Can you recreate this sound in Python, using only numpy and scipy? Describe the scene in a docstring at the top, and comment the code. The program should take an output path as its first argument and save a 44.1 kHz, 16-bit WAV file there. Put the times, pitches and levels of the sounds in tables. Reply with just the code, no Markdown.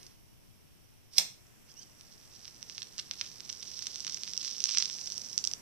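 """In a small quiet room, someone lights a pipe. A flint wheel rasps, the lighter clicks, and the
gas catches with a puff and rushes into the bowl. Air squeaks in the mouthpiece, then the filling
sizzles and pops ever harder as tiny pockets of moisture burst. Fingers tap, a sleeve rustles and the
room rumbles faintly. Two small microphone ports listen close by; the right one rings in the treble."""
import sys
import numpy as np
from scipy import signal
from scipy.fft import rfft, irfft, next_fast_len
from scipy.io import wavfile
from scipy.ndimage import map_coordinates

SR = 44100
rng = np.random.default_rng(int(sys.argv[2]) if len(sys.argv) > 2 else 0)


def to_wav(s):
    """Save 16-bit WAV."""
    ch = np.atleast_2d(s).T  # columns
    pcm = np.round(np.clip(ch, -1, 1) * 32767)  # PCM
    wavfile.write(sys.argv[1], SR, pcm.astype(np.int16))


N = 247401


# the loudest pops of the burning filling: (time [s], level [dB], added level for the body [dB])
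LOUD_POPS = [(2.0106, -30, -6.5), (2.4542, -24.5, -8), (2.4794, -22.5, -9.5), (2.6282, -18.5, -11.5),
             (2.6979, -21.5, -5.5), (2.7807, -20, -3), (2.8202, -24, -8), (2.9815, -13.5, -23),
             (2.997, -14.5, -9), (3.112, -15.5, -2), (3.1367, -22.5, -8.5), (3.2122, -14, 0),
             (3.4053, -18, -10), (3.4929, -20, -17), (3.5278, -16, -23), (3.6288, -17, -11),
             (3.7913, -14.5, -17.5), (3.8232, -14, -12.5), (3.8694, -8, -15), (3.9587, -15, -12),
             (4.0046, -14, -40), (4.048, -16.5, -8), (4.0677, -12.5, -8.5), (4.0968, -15, -14),
             (4.1225, -16, -32), (4.1447, -12, -28), (4.1727, -19.5, -6), (4.2348, -11, -14.5),
             (4.277, -19.5, -4), (4.3354, -13, -17), (4.3767, -8.5, -39), (4.448, -11.5, -16),
             (4.4784, -23.5, -1.5), (4.582, -13.5, -23), (4.6041, -10, -26), (4.6195, -18, -32),
             (4.64, -1.5, -26), (4.6562, -7, -16), (4.6724, -16, -19), (4.6896, -25, -11),
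             (4.7105, -15.5, -8), (4.7438, -20, -4), (4.749, -21.5, 3), (4.7728, -9.5, 0),
             (4.7842, 0.5, -33), (4.8077, -20, -3), (4.8244, -13, -0.5), (4.8566, -8.5, -19),
             (4.899, -14.5, -8.5), (4.9859, -28, -1), (5.0137, -19.5, -40), (5.0594, -19, -30),
             (5.0731, -12.5, -16), (5.1019, -16, -36), (5.1211, -13.5, -42), (5.1796, -11.5, -38),
             (5.217, -15, -35), (5.33, -17, -42), (5.3788, -2, -40), (5.3883, -13, -40),
             (5.4408, -7.5, -39), (5.4423, -8, -52), (5.4503, -7.5, -45), (5.4737, -5.5, -53),
             (5.5141, -12.5, -17), (5.536, -10, -51)]
# a bright snap's colour, or how strong each frequency is: (frequency [Hz], level [dB])
SNAP_COLOUR = [(100, -15.5), (900, -22), (2000, -15), (3000, -3), (4200, -2.5), (6200, 4), (7300, 1.5),
               (8500, -9.5), (10500, -29.5), (12500, -23), (15000, -29.5)]
# the duller body of a pop: (frequency [Hz], level [dB])
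BODY_COLOUR = [(100, -47), (600, -8), (1200, -1), (1900, 1.5), (3000, 7), (4500, 7), (7000, 4),
               (15000, -60)]
def pops(snap_db=-11, body_db=-1, ring_db=-3, ring_hz=3400, splutter_db=-21):
    """Pockets of moisture burst: a snap, a duller body with its own pitch, and a brief splutter."""
    times, db, low_db = np.vstack([LOUD_POPS, small_pops()]).T
    snaps = kicks_at(times, amp(db + snap_db))
    splutter = amp(splutter_db) * fading(snaps, seconds=.0013) * grains(rate=6000, spread_db=2)
    body = struck(kicks_at(times, amp(db + low_db + body_db)), BODY_COLOUR)
    pitch = ring_hz * 2 ** (rng.random(len(times)) - .5)
    ring = rings(times, amp(db + low_db + ring_db), pitch, cycles=0.76)
    return struck(snaps + splutter, SNAP_COLOUR) + body + ring


def small_pops(over_burn_db=14, spread_db=5, moist_body_db=-14, dry_body_db=-32, count=90):
    """Random rows like LOUD_POPS, most where the burn is strong; drying takes their body away."""
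    burn_db = burn()
    when, strength, body = rng.random((count, 3)).T
    chance = np.cumsum(amp(burn_db / 2))
    samples = np.searchsorted(chance / chance[-1], (np.arange(count) + when) / count)
    times = samples / SR
    db = burn_db[samples] + over_burn_db + spread_db * (2 * strength - 1)
    low_db = moist_body_db + (dry_body_db - moist_body_db) * dryness(times)
    return np.column_stack([times, db, low_db + spread_db * (2 * body - 1)])


def sizzle(fizz_db=-15, tick_db=-15.5, flurry_db=1.5, count=3200, moist_hz=4070, dry_hz=6100):
    """Countless tiny bursts fizz and tick with the burn; the ticks get higher once the filling dries."""
    fizz = grains(rate=1000, spread_db=5)
    when, strength, cavity = rng.random((count, 3)).T
    times = when * N / SR
    pitch = (moist_hz + (dry_hz - moist_hz) * dryness(times)) * 2 ** (cavity - .5)
    ticks = rings(times, amp(-20 * strength), pitch, cycles=0.56)
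    # bursts this small give off little bass, so both take the colour of a snap
    crackle = amp(fizz_db) * unit(struck(fizz, SNAP_COLOUR))
    crackle += amp(tick_db) * unit(struck(ticks, SNAP_COLOUR))
    return amp(burn() + flurry_db * wobble(35)) * crackle


# how hard the filling burns: (time [s], level [dB])
BURN_LEVELS = [(1.3, -79), (2.05, -55), (2.92, -49.5), (3.38, -47.5), (3.72, -40), (4.3, -40), (4.9, -37),
               (5.2, -38.5), (5.45, -43.5), (5.61, -62)]
# fresh patches catch and flare up: (time [s], length [s], boost [dB])
FLARE_UPS = [(2.357, .12, 3.5), (2.682, .12, 6), (3.195, .08, 7), (4.4, .09, 5.5), (4.657, .16, 8)]
def burn(rise_s=.015, fall_s=0.055):
    """The strength of the burn in dB: it builds slowly, flares now and then, and dies down."""
    steady_db, = curves(BURN_LEVELS)
    return steady_db + sum(db * swell(start, length, rise_s, fall_s) for start, length, db in FLARE_UPS)


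def dryness(times, dry_at_s=4.9, drying_s=0.043):
    """0 while the filling is moist, 1 once it has dried."""
    return (1 + np.tanh((times - dry_at_s) / drying_s)) / 2


# wetter pockets in the filling: (time [s], length [s], level [dB])
WET_POCKETS = [(2.446, 0.0014, -51), (2.7806, 0.0012, -39), (2.82, 0.0015, -36.5), (2.829, 0.0012, -43),
               (2.987, 0.0135, -41), (3.2128, .003, -37), (3.4953, 0.0057, -40), (4.076, 0.0047, -38),
               (4.689, 0.0046, -32.5)]
def splutters(body_db=2, edge_s=0.0013):
    """A wet pocket bursts in a quick run of tiny pops, part snap and part body."""
    level = sum(amp(db) * swell(start, length, edge_s, edge_s) for start, length, db in WET_POCKETS)
    bursts = grains(rate=4000, spread_db=2)
    snap = unit(struck(bursts, SNAP_COLOUR))
    body = amp(body_db) * unit(struck(bursts, BODY_COLOUR))
    return level * unit(snap + body)


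# the thumb pushes the wheel, first a slip, then a full spin: (time of top speed [s], level [dB])
WHEEL_SPINS = [(1.138, -56), (1.186, -32)]
# the wheel and lever snap home, and at last the lever is let go: (time [s], level [dB])
LIGHTER_CLICKS = [(1.1825, -9), (1.1839, -7), (1.1871, -15.5), (1.1979, -22), (5.5165, -36)]
# the colour of the lighter's rasp and clicks: (frequency [Hz], level [dB])
FLINT_COLOUR = [(60, -55.5), (450, -22), (900, -17.5), (1500, -14.5), (2200, -8), (3400, -5), (5300, 1.5),
                (6500, -3.5), (8500, -6), (10500, -20.5), (13500, -9.5), (15800, -14.5)]
def lighter(click_db=-2, chatter_db=-9, chatter_s=0.00087, rise_db_per_s=854.5, fall_db_per_s=750.5):
    """The wheel's teeth rasp over the flint, harder and harder, until the thumb lands on the lever."""
    t = np.arange(N) / SR
    grip = sum(amp(db + np.minimum(rise_db_per_s * (t - fastest), fall_db_per_s * (fastest - t)))
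               for fastest, db in WHEEL_SPINS)
    teeth = unit(struck(grains(rate=7000, spread_db=3), FLINT_COLOUR))
    times, db = np.transpose(LIGHTER_CLICKS)
    clicks = kicks_at(times, amp(db + click_db))
    chatter = amp(chatter_db) * fading(clicks, chatter_s) * rng.choice([-1, 1], N)
    return grip * teeth + struck(clicks + chatter, FLINT_COLOUR) + hood(clicks)


def hood(clicks, pitch_hz=5410, level_db=-19.5, decay_s=.003):
    """The lighter's thin steel hood rings briefly after each click."""
    t = np.arange(SR // 10) / SR
    ring = np.sin(2 * np.pi * pitch_hz * t) * np.exp(-t / decay_s)
    return amp(level_db) * signal.fftconvolve(clicks, ring)[:N]


# the low rush of the flame: (frequency [Hz], level [dB])
RUSH_COLOUR = [(20, -47), (90, -26), (150, 2), (250, 0), (500, -6), (1000, -9.5), (2500, -10), (8000, -47)]
# the high hiss of the gas jet: (frequency [Hz], level [dB])
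JET_COLOUR = [(3000, -38), (6500, -3), (8000, 1), (9200, -7.5), (10500, -4.5), (14500, -9)]
def flame(lit_s=1.183, puff_db=-51, idle_db=-69, draw_db=-54, build_s=6.95, jet_db=-3.5):
    """The gas lights with a puff, then rushes and hisses ever more as it is pulled into the bowl."""
    age = np.maximum(np.arange(N) / SR - lit_s, 0)
    puff = amp(puff_db) * swell(lit_s, hold_s=0.022, rise_s=0.036, fall_s=0.084)
    rush = amp(idle_db) * (age > 0) + amp(draw_db) * (1 - np.exp(-age / build_s))
    return np.array([(puff + rush) * noise(RUSH_COLOUR) + amp(jet_db) * rush * noise(JET_COLOUR)
                     for port in range(2)])


# squeaks in the mouthpiece:
# (time [s], length [s], level [dB], first pitch [Hz], top pitch [Hz], time to climb [s])
AIR_SQUEAKS = [(1.694, 0.022, -60, 2850, 3450, 0.0093), (1.777, 0.047, -54, 2870, 3225, 0.047)]
# the tones that make up a squeak: (multiple of the pitch [x], level [dB])
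SQUEAK_TONES = [(1, -7), (2, -8)]
def squeaks(rasp_db=-10, edge_s=0.029, sag_hz_per_s=13000, flutter_s=0.013, flutter_db=1.5):
    """Air slips through a narrow gap at the mouthpiece and sings; the pitch climbs, then sags."""
    t, out = np.arange(N) / SR, np.zeros(N)
    for start, length, db, first_hz, top_hz, climb_s in AIR_SQUEAKS:
        since_top = t - start - climb_s
        hz = top_hz + np.minimum((top_hz - first_hz) * since_top / climb_s, -sag_hz_per_s * since_top)
        phase = 2 * np.pi * np.cumsum(hz * (1 + .018 * wobble(900))) / SR
        tone = sum(amp(level + 3.7 * wobble(120)) * np.sin(k * phase) for k, level in SQUEAK_TONES)
        # near the top pitch, every other cycle weakens
        flutter = amp(flutter_db) * np.exp(-(since_top / flutter_s) ** 2)
        tone = tone * (1 + flutter * np.cos(phase / 2)) + amp(rasp_db) * noise(SNAP_COLOUR)
        out += tone * amp(db) * swell(start, length, edge_s, edge_s)
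    return out


# light touches on the pipe and lighter: (time [s], level [dB])
FINGER_TAPS = [(0.03, -37), (0.066, -36), (1.467, -49), (1.716, -44), (1.74, -48), (1.778, -45),
               (1.831, -36)]
def taps(level_db=-10):
    """Fingers make small soft scuffs as the hands settle."""
    times, db = np.transpose(FINGER_TAPS)
    return fading(kicks_at(times, amp(db + level_db)), seconds=.002) * noise(SNAP_COLOUR)


# the colour of brushing cloth: (frequency [Hz], level [dB])
CLOTH_COLOUR = [(40, -1), (150, 9), (500, 5.5), (1200, -2), (2600, -2.5), (4000, -8), (6000, -7),
                (9000, -8.5), (15000, -18.5)]
def sleeve(level_db=-58):
    """A sleeve brushes softly and comes to rest."""
    return amp(level_db) * swell(0, hold_s=0.029, rise_s=0.029, fall_s=0.17) * noise(CLOTH_COLOUR)


# the colour of the room's rumble: (frequency [Hz], level [dB])
RUMBLE_COLOUR = [(20, -7.5), (60, -7.5), (120, -1), (170, -8.5), (250, -11), (500, -18), (1000, -21),
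                 (2300, -36), (3700, -36.5), (5600, -31.5), (9000, -28)]
# how the rumble wavers: (time [s], level change [dB])
RUMBLE_DRIFT = [(0, 4), (2.6, 1.5), (3.7, 2), (4.7, -1.5), (5.61, 3.5)]
def room_tone(shared_db=-63, separate_db=-65, alike_hz=600):
    """The room rumbles faintly; only its long, low waves are alike at both ports."""
    drift_db, = curves(RUMBLE_DRIFT)
    shared = filtered(noise(RUMBLE_COLOUR), lambda hz: 1 / (1 + (hz / alike_hz) ** 2))
    separate = np.array([noise(RUMBLE_COLOUR), noise(RUMBLE_COLOUR)])
    return amp(drift_db) * (amp(shared_db) * shared + amp(separate_db) * separate)


# how long the room's echo lasts: (frequency [Hz], time to fade by 60 dB [s])
ECHO_TIMES = [(200, .3), (1500, .28), (5000, .29), (14000, .24)]
def room(x, onset_s=0.00088):
    """The walls send a short wash of echoes to each port; the highest treble dies first."""
    hz, t, spectrum = signal.stft(rng.standard_normal((2, SR // 2)), SR, nperseg=256)
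    fade = amp(-60 * t / along(ECHO_TIMES, hz)[:, None])
    tail = signal.istft(spectrum * fade, SR, nperseg=256)[1]
    tail *= 1 - np.exp(-np.arange(tail.shape[1]) / SR / onset_s)
    return signal.fftconvolve(x[None], tail / np.linalg.norm(tail[0]), axes=1)[:, :N]


def amp(db):
    """Turns decibels into a number to multiply by."""
    return 10 ** (np.asarray(db) / 20)


def unit(x):
    """Scales x to an average strength (rms) of 1."""
    return x / np.sqrt(np.mean(x ** 2) + 1e-20)


def along(points, hz):
    """Reads between the rows of a frequency table, with octaves evenly spaced."""
    frequencies, values = np.transpose(points)
    return np.interp(np.log(hz + 1), np.log(frequencies), values)


def curves(rows):
    """One value per sample for each column after the time."""
    times, *columns = np.transpose(rows)
    return [np.interp(np.arange(N) / SR, times, column) for column in columns]


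def wobble(rate):
    """A smooth curve through `rate` random points a second."""
    return map_coordinates(rng.standard_normal(int(N * rate / SR) + 4), [np.arange(N) * rate / SR])


def swell(start, hold_s, rise_s, fall_s):
    """A loudness curve that reaches 1 at start, holds, and falls back to 0."""
    t = np.arange(N) / SR - start
    return np.clip(np.minimum(1 + t / rise_s, 1 - (t - hold_s) / fall_s), 0, 1)


def fading(kicks, seconds):
    """A loudness curve that dies away after each kick."""
    return signal.lfilter([1], [1, -np.exp(-1 / (seconds * SR))], kicks)


def filtered(x, response):
    """Multiplies each frequency in x by response(hz)."""
    size = next_fast_len(N + SR // 2)
    return irfft(rfft(x, size) * response(np.fft.rfftfreq(size, 1 / SR)), size)[..., :N]


def delayed(x, seconds):
    """x arriving later."""
    return filtered(x, lambda hz: np.exp(-2j * np.pi * hz * seconds))


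def noise(colour):
    """Noise of this colour, at strength 1."""
    return unit(filtered(rng.standard_normal(N), lambda hz: amp(along(colour, hz))))


def pulse(colour, size=1024):
    """The shortest click that has this colour."""
    cepstrum = irfft(np.log(amp(along(colour, np.fft.rfftfreq(size, 1 / SR)))))
    # folding the second half onto the first packs the energy at the start
    cepstrum[1:size // 2] *= 2
    cepstrum[size // 2 + 1:] = 0
    return irfft(np.exp(rfft(cepstrum)))


def struck(kicks, colour):
    """Every kick becomes a coloured click of the same height."""
    shape = pulse(colour)
    return signal.fftconvolve(kicks, shape / np.abs(shape).max())[:N]


def kicks_at(times, sizes):
    """Kicks, spikes one sample long, at the given times."""
    return np.bincount(np.round(np.asarray(times) * SR).astype(int), sizes, N)[:N]


def grains(rate, spread_db):
    """Uneven kicks at random moments, about `rate` a second, at strength 1."""
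    size = amp(spread_db * np.clip(rng.standard_normal(N), -2, 2))
    return unit((rng.random(N) < rate / SR) * size * rng.choice([-1, 1], N))


def rings(times, sizes, hz, cycles, size=256):
    """Each burst rings its own small hollow for a few cycles."""
    turns = hz[:, None] * np.arange(size) / SR
    envelope = np.exp(-turns / cycles) * (1 - np.exp(-2 * turns))
    waves = sizes[:, None] * np.sin(2 * np.pi * turns) * envelope
    where = np.round(times * SR).astype(int)[:, None] + np.arange(size)
    return np.bincount(where.ravel(), waves.ravel(), N)[:N]


def gain_control(x, limit_db=-5, release_db_per_s=45, attack_s=0.021):
    """A peak over the limit pulls the volume down a moment later; it then creeps back."""
    over_db = np.maximum(20 * np.log10(np.abs(x).max(0) + 1e-9) - limit_db, 0)
    ramp_db = release_db_per_s * np.arange(N) / SR
    held_db = np.maximum.accumulate(over_db + ramp_db) - ramp_db
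    return x * amp(-fading(held_db, attack_s) / (attack_s * SR))


# how strongly the lighter throws its sound out into the room: (frequency [Hz], boost [dB])
LIGHTER_THROW = [(1000, 11.5), (4000, 4.5), (5500, 3.5), (10000, 11), (14000, 3)]
def scene(lighter_echo_db=-7, pipe_echo_db=-9, right_echo_db=-5, pipe_left_db=-1.5, wall_bounce=0.046):
    """The pipe is nearer the right port; the left one also hears a faint echo off a nearby wall about a
    millisecond later."""
    strike = lighter()
    pipe = pops() + splutters() + sizzle() + taps() + sleeve() + squeaks()
    far = strike + amp(pipe_left_db) * pipe
    left = delayed(far, seconds=.00014) + wall_bounce * delayed(far, seconds=.00111)
    thrown = filtered(strike, lambda hz: amp(along(LIGHTER_THROW, hz)))
    walls = room(amp(lighter_echo_db) * thrown) + room(amp(pipe_echo_db) * pipe)
    return np.array([left, strike + pipe]) + walls * amp([[0], [right_echo_db]]) + flame() + room_tone()


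# the treble ring of the right microphone port: (frequency [Hz], level change [dB])
PORT_COLOUR = [(50, 1.5), (130, -6), (500, -2.5), (2200, -4.5), (3000, -2), (4200, 7), (4700, 9.5),
               (5250, 13), (5700, 16), (6050, 10), (6500, 1.5), (7200, 1), (9200, 2), (14000, 2.5)]
# the hiss of the microphones' amplifiers: (frequency [Hz], level [dB])
HISS_COLOUR = [(20, -21), (3000, 12), (14500, -25)]
def record(dry, hiss_db=-71.0, top_hz=14800):
    """The right port rings and its wave is flipped; the amplifiers hiss, dip after peaks and clip."""
    right = -signal.fftconvolve(dry[1], pulse(PORT_COLOUR))[:N]
    hiss = amp(hiss_db) * np.array([noise(HISS_COLOUR), noise(HISS_COLOUR)])
    clipped = np.clip(gain_control(np.array([dry[0], right]) + hiss), -1, 1)
    return filtered(clipped, lambda hz: hz < top_hz)


dry = scene()
out = record(dry)
to_wav(out)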